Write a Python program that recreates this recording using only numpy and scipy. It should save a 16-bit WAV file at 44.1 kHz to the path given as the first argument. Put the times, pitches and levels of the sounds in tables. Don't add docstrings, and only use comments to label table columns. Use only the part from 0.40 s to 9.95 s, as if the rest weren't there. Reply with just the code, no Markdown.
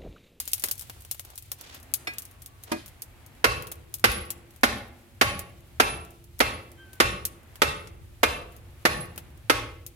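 import sys
import numpy as np
from scipy import signal
from scipy.fft import rfft, irfft
from scipy.io import wavfile
from scipy.ndimage import uniform_filter1d

SR = 44100
rng = np.random.default_rng(int(sys.argv[2]) if len(sys.argv) > 2 else 0)


def master_out(mix):
    frames = np.transpose(np.atleast_2d(mix))
    ceiling = np.clip(frames, -1, 1)
    pcm = np.round(ceiling * 32767).astype(np.int16)
    wavfile.write(sys.argv[1], SR, pcm)


N = 421155

# frequency in Hz, relative noise density in dB.
AIR_SPECTRUM = [(15, -18), (25, -12), (76, 5), (130, -2), (170, -17), (270, -13), (344, -21), (405, -20.5),
                (677, -20.5), (863, -21.5), (988, -24), (2350, -26), (5570, -38.5), (12500, -36.5),
                (16000, -42.5)]
# start in seconds, peak in dB, dull body against the bright top in dB,
# left minus right in dB.
COAL_SNAPS = [(0.0014, -9, -16, 1.0), (0.0548, -28, -31, 5), (0.077, -15, -18, 6), (0.1165, -28, -28, -3),
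              (0.1331, -2, -24, 5.5), (0.18, -25, -6, 0), (0.197, -21, -30, 8), (0.2224, -22, -13, 0),
              (0.238, -5.5, -10, 1.5), (0.2575, -21, -18, 7), (0.275, -24, -6, 9), (0.2855, -15.5, -7, 0),
              (0.312, -11, -23, 5), (0.355, -32, -26, 9), (0.3795, -29, -31, 5.5), (0.394, -22, -35, 6),
              (0.411, -22.5, -23, 8), (0.4214, -27, -8, -2), (0.4974, -21.5, -1.5, 2),
              (0.606, -36, -21, -2), (0.6215, -32, -20, -1.5), (0.6496, -27, -7, 4), (0.7122, -10, -20, 4),
              (0.7455, -30, -6, 6), (0.7953, -19, -9.5, 4), (0.85, -30, -15, 2), (0.9028, -34, -20, 6),
              (0.9563, -31, -20, 4), (0.9777, -23.5, -20, 4), (1.024, -34, -31, 6),
              (1.1171, -12.5, -12, 1.5), (1.2108, -24.5, -12, -2), (1.3461, -28.5, -5.5, 3),
              (1.4, -36, -19, 4), (1.429, -32, -23, 2), (1.5384, -3.5, -29, 5.5), (1.7365, -30, -22, 5),
              (1.7839, -11, -40, 3.5), (1.821, -23, -31, 1), (1.8527, -27, -33, 4), (1.9122, -34, -23, 4),
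              (2.0198, -32.5, -32, 5), (2.0605, -26.5, -21, 2), (2.2366, -24, -9, 3),
              (2.4605, -27.5, -29, 3), (2.4794, -33, -31, 4), (2.6204, -18.5, -27, 0), (2.863, -32, -29, 5),
              (3.2236, -25.5, -4, 5), (3.27, -22.5, -9, 3), (3.3165, -20, -8.5, 2.5),
              (3.5405, -16, -27, 3.5), (3.5957, -28, -24.5, 5), (3.717, -18, -12, -1),
              (3.9043, -12, -18, 5.5), (4.992, -19.5, -18, 1), (5.649, -34, -8, -1), (5.9914, -24, -20, 9),
              (6.5316, -26.5, -9, 3), (6.8522, -7.5, -22, 1.5), (7.1564, -28.5, -1, 2),
              (7.4726, -32.5, 0, 2), (8.6544, -35, -15, -4), (8.76, -33, -10, 3), (8.7781, -15.5, -2, 2),
              (9.4642, -25, -28, 6.5)]
# band centre in Hz, relative level in dB, time to fall 60 dB in seconds.
ECHO_BANDS = [(131.5, -10.5, 0.93), (246, -24, 0.44), (502, -25.5, 0.76), (1100, -23.5, 0.52),
              (2326, -21.5, 0.5), (4160, -21, 0.4), (8200, -22, 0.32), (14000, -42, .25)]
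# end of the attack in seconds, hold in seconds, level in dB,
# tonal centre in Hz.
SCUFFS = [(0.241, .06, -54, 900), (0.549, .04, -61, 706), (.85, 0.084, -56, 1000),
          (1.201, .16, -50.5, 1790), (2.279, 0.089, -49.5, 965)]
# start in seconds, crack level in dB,
# brightness in dB per octave, clink level in dB, clunk level in dB.
BAR_TOUCHES = [(1.671, -26.5, 1, -28, -42), (2.317, -22, 1.5, -34, -23)]
# frequency in Hz, relative noise density in dB.
CRACK_SPECTRUM = [(120, -27), (200, -9.5), (430, -3), (970, -4.5), (1360, 1.5), (2750, -7), (3780, -10.5),
                  (5080, -13), (8110, -20.5), (11900, -16.5), (16000, -37.5)]
# start in seconds, crack level in dB, then knock, horn ring and head ring,
# each in dB against the crack.
BLOWS = [(3.042, -5.5, -16, -28, -40), (3.641, -3.5, -22, -34.5, -34), (4.233, -5, -14.5, -40, -36),
         (4.812, -5, -13, -30.5, -41.5), (5.399, -5, -15, -29, -36.5), (6.003, -6.5, -11.5, -27.5, -40.5),
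         (6.601, -4, -20, -28.5, -45), (7.218, -6, -15, -29.5, -39), (7.831, -6.5, -14, -30.5, -41),
         (8.452, -7, -14, -32.5, -30.5), (9.097, -5.5, -14, -33, -47)]
# frequency in Hz, relative level in dB, time to fall 60 dB in seconds.
KNOCK_MODES = [(245, -0.5, 0.094), (310, -6, 0.11), (349, 2, 0.05), (443, -2, 0.098), (503, -2.5, 0.091),
               (612, -18, 0.41), (734, -0.5, 0.043), (876, 0.5, 0.063), (1290, -1, 0.12)]
CLINK_MODES = [(1650, -6, 0.22), (2000, 0.5, 0.16), (2290, -6.5, 0.12), (2464, 1.5, 0.2), (3620, -8, 0.1),
               (4300, -7, 0.12), (5300, -8, 0.087)]
CLUNK_MODES = [(240, -6, 0.15), (328, -0.5, 0.19), (600, -7, 0.13), (728, 0.5, 0.12), (936, -2.5, 0.097),
               (1215, -11, 0.12)]
STUMP_MODES = [(53.3, -5, 0.57), (77.5, -6, 0.72), (110.7, -4.5, 0.6)]
HORN_MODES = [(1109, 2, .5), (2662, -1, .42), (2730, -9, .2)]
HEAD_MODES = [(10810, 0, .36)]
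CLANG_MODES = [(342.4, -14, 1.92), (500, -11, 0.16), (569, -5.5, 0.65), (820, -4.5, 0.62),
               (1440, -3.5, 0.43), (1650, -22, 0.28), (2126, 5, .3), (2420, 2.5, 0.37), (3360, -17.5, .25),
               (4280, -12, 0.43), (5300, -17, 0.3), (11700, -13.5, 0.32), (12600, -23.5, 0.22)]


def undb(db):
    return 10 ** (np.asarray(db) / 20)


def curve_db(table, hz):
    table = np.array(table, float)
    return np.interp(np.log(hz + 1), np.log(table[:, 0] + 1), table[:, 1])


def stereo_noise(size, gain, wide_hz):
    hz = np.fft.rfftfreq(size, 1 / SR)
    mid, side = rfft(rng.standard_normal((2, size))) * gain(hz)
    out = irfft(mid + side * hz / (hz + wide_hz) * np.array([[1], [-1]]), size)
    return out / np.sqrt(np.mean(out ** 2))


def noise_band(size, centre_hz, octaves, wide_hz):
    return stereo_noise(size, lambda hz: np.exp(-(np.log2(hz / centre_hz + 1e-9) / octaves) ** 2), wide_hz)


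def wander(size, rate):
    step = int(SR / rate)
    return uniform_filter1d(np.repeat(rng.standard_normal(size // step + 1), step), step)[:size]


def fade(t, t60, hold=0.):
    return np.exp(-np.log(1000) * np.maximum(t - hold, 0) / t60)


def ring(modes, t, scatter_db, waver_db, rate, hold=0.):
    out = 0
    for hz, db, t60 in modes:
        level_db = db + scatter_db * rng.standard_normal() + waver_db * wander(len(t), rate)
        phase = rng.uniform(0, 2 * np.pi)
        left_shift = rng.uniform(-2.6, 2.38) * np.array([[1], [0]]) * hz / (hz + 300)
        phase = phase + left_shift + waver_db / 4 * wander(len(t), rate)
        out = out + undb(level_db) * fade(t, t60, hold) * np.sin(2 * np.pi * hz * t + phase)
    return out


def place(track, sound, start, left_lag_samples=14):
    for side, lag in enumerate((left_lag_samples, 0)):
        i = int(start * SR) + lag
        track[side, i:i + sound.shape[1]] += sound[side, :max(N - i, 0)]


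def fire_hiss(treble, flare_db=14, settle_s=0.72):
    t = np.arange(N) / SR
    return treble * undb(3 + flare_db * np.exp(-t / settle_s) + 1.2 * wander(N, 25))


def hum(hz=348):
    level = undb(-71 + 3.9 * wander(N, 12))
    return level * np.sin(2 * np.pi * np.cumsum(hz * (1 + 0.01 * wander(N, 12))) / SR)


def outdoor_bed(rise_db_per_s=0.51):
    t, hz = np.arange(N) / SR, np.fft.rfftfreq(N, 1 / SR)
    air = rfft(stereo_noise(N, lambda hz: undb(curve_db(AIR_SPECTRUM, hz)), 300) * undb(-51.5))
    low, high = 1 / (1 + (hz / 200) ** 4), 1 / (1 + (3000 / (hz + 1)) ** 4)
    bass, mids, treble = (irfft(air * band, N) for band in (low, 1 - low - high, high))
    rumble = bass * undb(-2 + rise_db_per_s * t + 2.2 * wander(N, 7))
    return rumble + fire_hiss(treble) + hum() + mids * undb(4.1 * wander(N, 2.677))


def coal_snap(body_db):
    t = np.arange(3000) / SR
    centre_hz = np.interp(body_db, [-1, 0], [13400, 5300])
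    hiss_db = -8.5 + 0.5 * rng.standard_normal()
    top = stereo_noise(len(t), lambda hz: (.5 + 1 / (1 + ((hz - centre_hz) / 3000) ** 2))
                       * hz ** 2 / (hz ** 2 + 3500 ** 2) / (1 + (hz / 14500) ** 8), 2000)
    body = stereo_noise(len(t), lambda hz: hz / (hz + 500) / (1 + (hz / 2500) ** 2), 1600)
    starts, sizes = np.r_[0, .006 * rng.random(3)], np.r_[1, .4 * rng.random(3)]
    ticks = sum(size * (t >= start) * fade(t - start, 0.0033) for size, start in zip(sizes, starts))
    snap = (top + undb(body_db) * body) * (ticks + undb(hiss_db) * fade(t, 0.078))
    return snap / np.abs(snap).max()


def coals():
    out = np.zeros((2, N))
    faint = [(9.4 * when ** 1.8, -55.5 + 21 * loud ** 2, -28 + 22 * body, 8 * pan - 2)
             for when, loud, body, pan in rng.random((120, 4))]
    for start, db, body_db, pan_db in COAL_SNAPS + faint:
        place(out, undb(db + np.array([[pan_db], [-pan_db]]) / 2) * coal_snap(body_db), start)
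    return out


def yard_echo(send, rise_s=0.043, hold_s=0.062):
    t, tail = np.arange(40000) / SR, 0
    for hz, db, t60 in ECHO_BANDS:
        band = noise_band(len(t), hz, octaves=0.63, wide_hz=880)
        tail = tail + undb(db) * np.sqrt(hz / SR) * band * fade(t, t60, hold_s)
    tail = tail * (1 - np.exp(-(t / rise_s) ** 2)) * undb(-19.5)
    return signal.fftconvolve(send.mean(axis=0, keepdims=True), tail, axes=1)[:, :N]


def scuffs(attack_s=.03):
    out, t = np.zeros((2, N)), np.arange(20000) / SR
    for full_at, hold, db, centre_hz in SCUFFS:
        dull, bright = (noise_band(len(t), hz, octaves=1.53, wide_hz=690) for hz in (600, 2600))
        blend = np.clip(np.log2(centre_hz / 600) / 2, 0, 1)
        grit = np.sqrt(1 - blend) * dull + np.sqrt(blend) * bright
        grains = undb(db + 3.4 * wander(len(t), 219.3))
        envelope = np.clip(t / attack_s, 0, 1) ** 2 * fade(t, 0.19, attack_s + hold)
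        place(out, grit * grains * envelope, full_at - attack_s)
    return out


def crack(db, tilt_db, knock_db):
    t = np.arange(6000) / SR
    noise = stereo_noise(
        len(t), lambda hz: undb(curve_db(CRACK_SPECTRUM, hz) + tilt_db * np.log2(hz / 1500 + .05)), 1000)
    envelope = (1 - np.exp(-t / 0.00039)) * (fade(t, 0.043, hold=.006) + 0.35 * fade(t, 0.25))
    knock = (1 - np.exp(-t / 0.0012)) * ring(KNOCK_MODES, t, 1.5, 2.6, 101.6)
    lean_right = undb([[-2.5], [0.]])
    return (undb(db) * noise / 2 * envelope + undb(knock_db) * knock) * lean_right


def bar_touches():
    cracks, rings, t = np.zeros((2, N)), np.zeros((2, N)), np.arange(24000) / SR
    for start, db, tilt_db, clink_db, clunk_db in BAR_TOUCHES:
        place(cracks, crack(db, tilt_db, knock_db=db - 16.5), start)
        clink = undb(clink_db) * ring(CLINK_MODES, t, 1, 2, 90)
        clunk = undb(clunk_db) * ring(CLUNK_MODES, t, 1, 3, 200)
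        place(rings, (1 - np.exp(-t / 0.0011)) * (clink + clunk), start)
    return cracks, rings


def bar_slide(length_s=.45, horn_hz=1117, width_hz=49):
    out, t = np.zeros((2, N)), np.arange(int(length_s * SR)) / SR
    tone = stereo_noise(len(t), lambda hz: 1 / (1 + (2 * (hz - horn_hz) / width_hz) ** 2), 900)
    swell = np.sqrt(np.sin(np.pi * t / length_s).clip(0))
    place(out, undb(-67) * tone * swell, start=1.84)
    return out


def hammer_blows(clang_db=-27.5, thump_db=-22):
    cracks, rings, t = np.zeros((2, N)), np.zeros((2, N)), np.arange(24000) / SR
    for start, db, knock_db, horn_db, head_db in BLOWS:
        place(cracks, crack(db, tilt_db=-0.42, knock_db=db + knock_db), start)
        bloom = 1 - np.exp(-t / 0.006)
        stump = ring(STUMP_MODES, t, 1.3, 5, 25) * (1 - np.exp(-(t / 0.036) ** 2))
        horn = ring(HORN_MODES, t, 1, 3.5, 80, hold=.07)
        head = ring(HEAD_MODES, t, 1, 3.5, 60, hold=.15)
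        clang = ring(CLANG_MODES, t, 1.5, 4, 70)
        steel = undb(clang_db) * clang + bloom * (undb(horn_db) * horn + undb(head_db) * head)
        place(rings, undb(db) * (steel + undb(thump_db) * stump), start)
    return cracks, rings


def bird(start_s=6.365, end_s=6.59, hold_s=0.056, pitch_hz=1555, sag_hz_per_s=140):
    t = np.arange(N) / SR - start_s
    hz = pitch_hz - sag_hz_per_s * np.clip(t - hold_s, 0, 1)
    phase = 2 * np.pi * np.cumsum(hz * (1 + 0.01 * wander(N, 50))) / SR
    envelope = np.clip(t / 0.026, 0, 1) ** 2 * fade(t, 0.98, hold_s)
    cutoff = np.clip((end_s - start_s - t) / .01, 0, 1)
    level = np.sqrt(2) * undb(-53.5 + 4 * wander(N, 60))
    return level * envelope * cutoff * (np.sin(phase) + fade(t, 0.55) * np.sin(2 * phase))


def scene():
    blow_cracks, blow_rings = hammer_blows()
    bar_cracks, bar_rings = bar_touches()
    cracks, rings = blow_cracks + bar_cracks, blow_rings + bar_rings
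    snaps = coals()
    echo = yard_echo(cracks + undb(-11.5) * snaps)
    return cracks + rings + snaps + echo + outdoor_bed() + scuffs() + bar_slide() + bird()


def record(dry, top_hz=16300):
    lowpass = signal.ellip(8, .2, 70, top_hz, fs=SR, output="sos")
    return signal.sosfilt(lowpass, np.tanh(1.14 * dry) / 1.118)


dry = scene()
out = record(dry)
master_out(out)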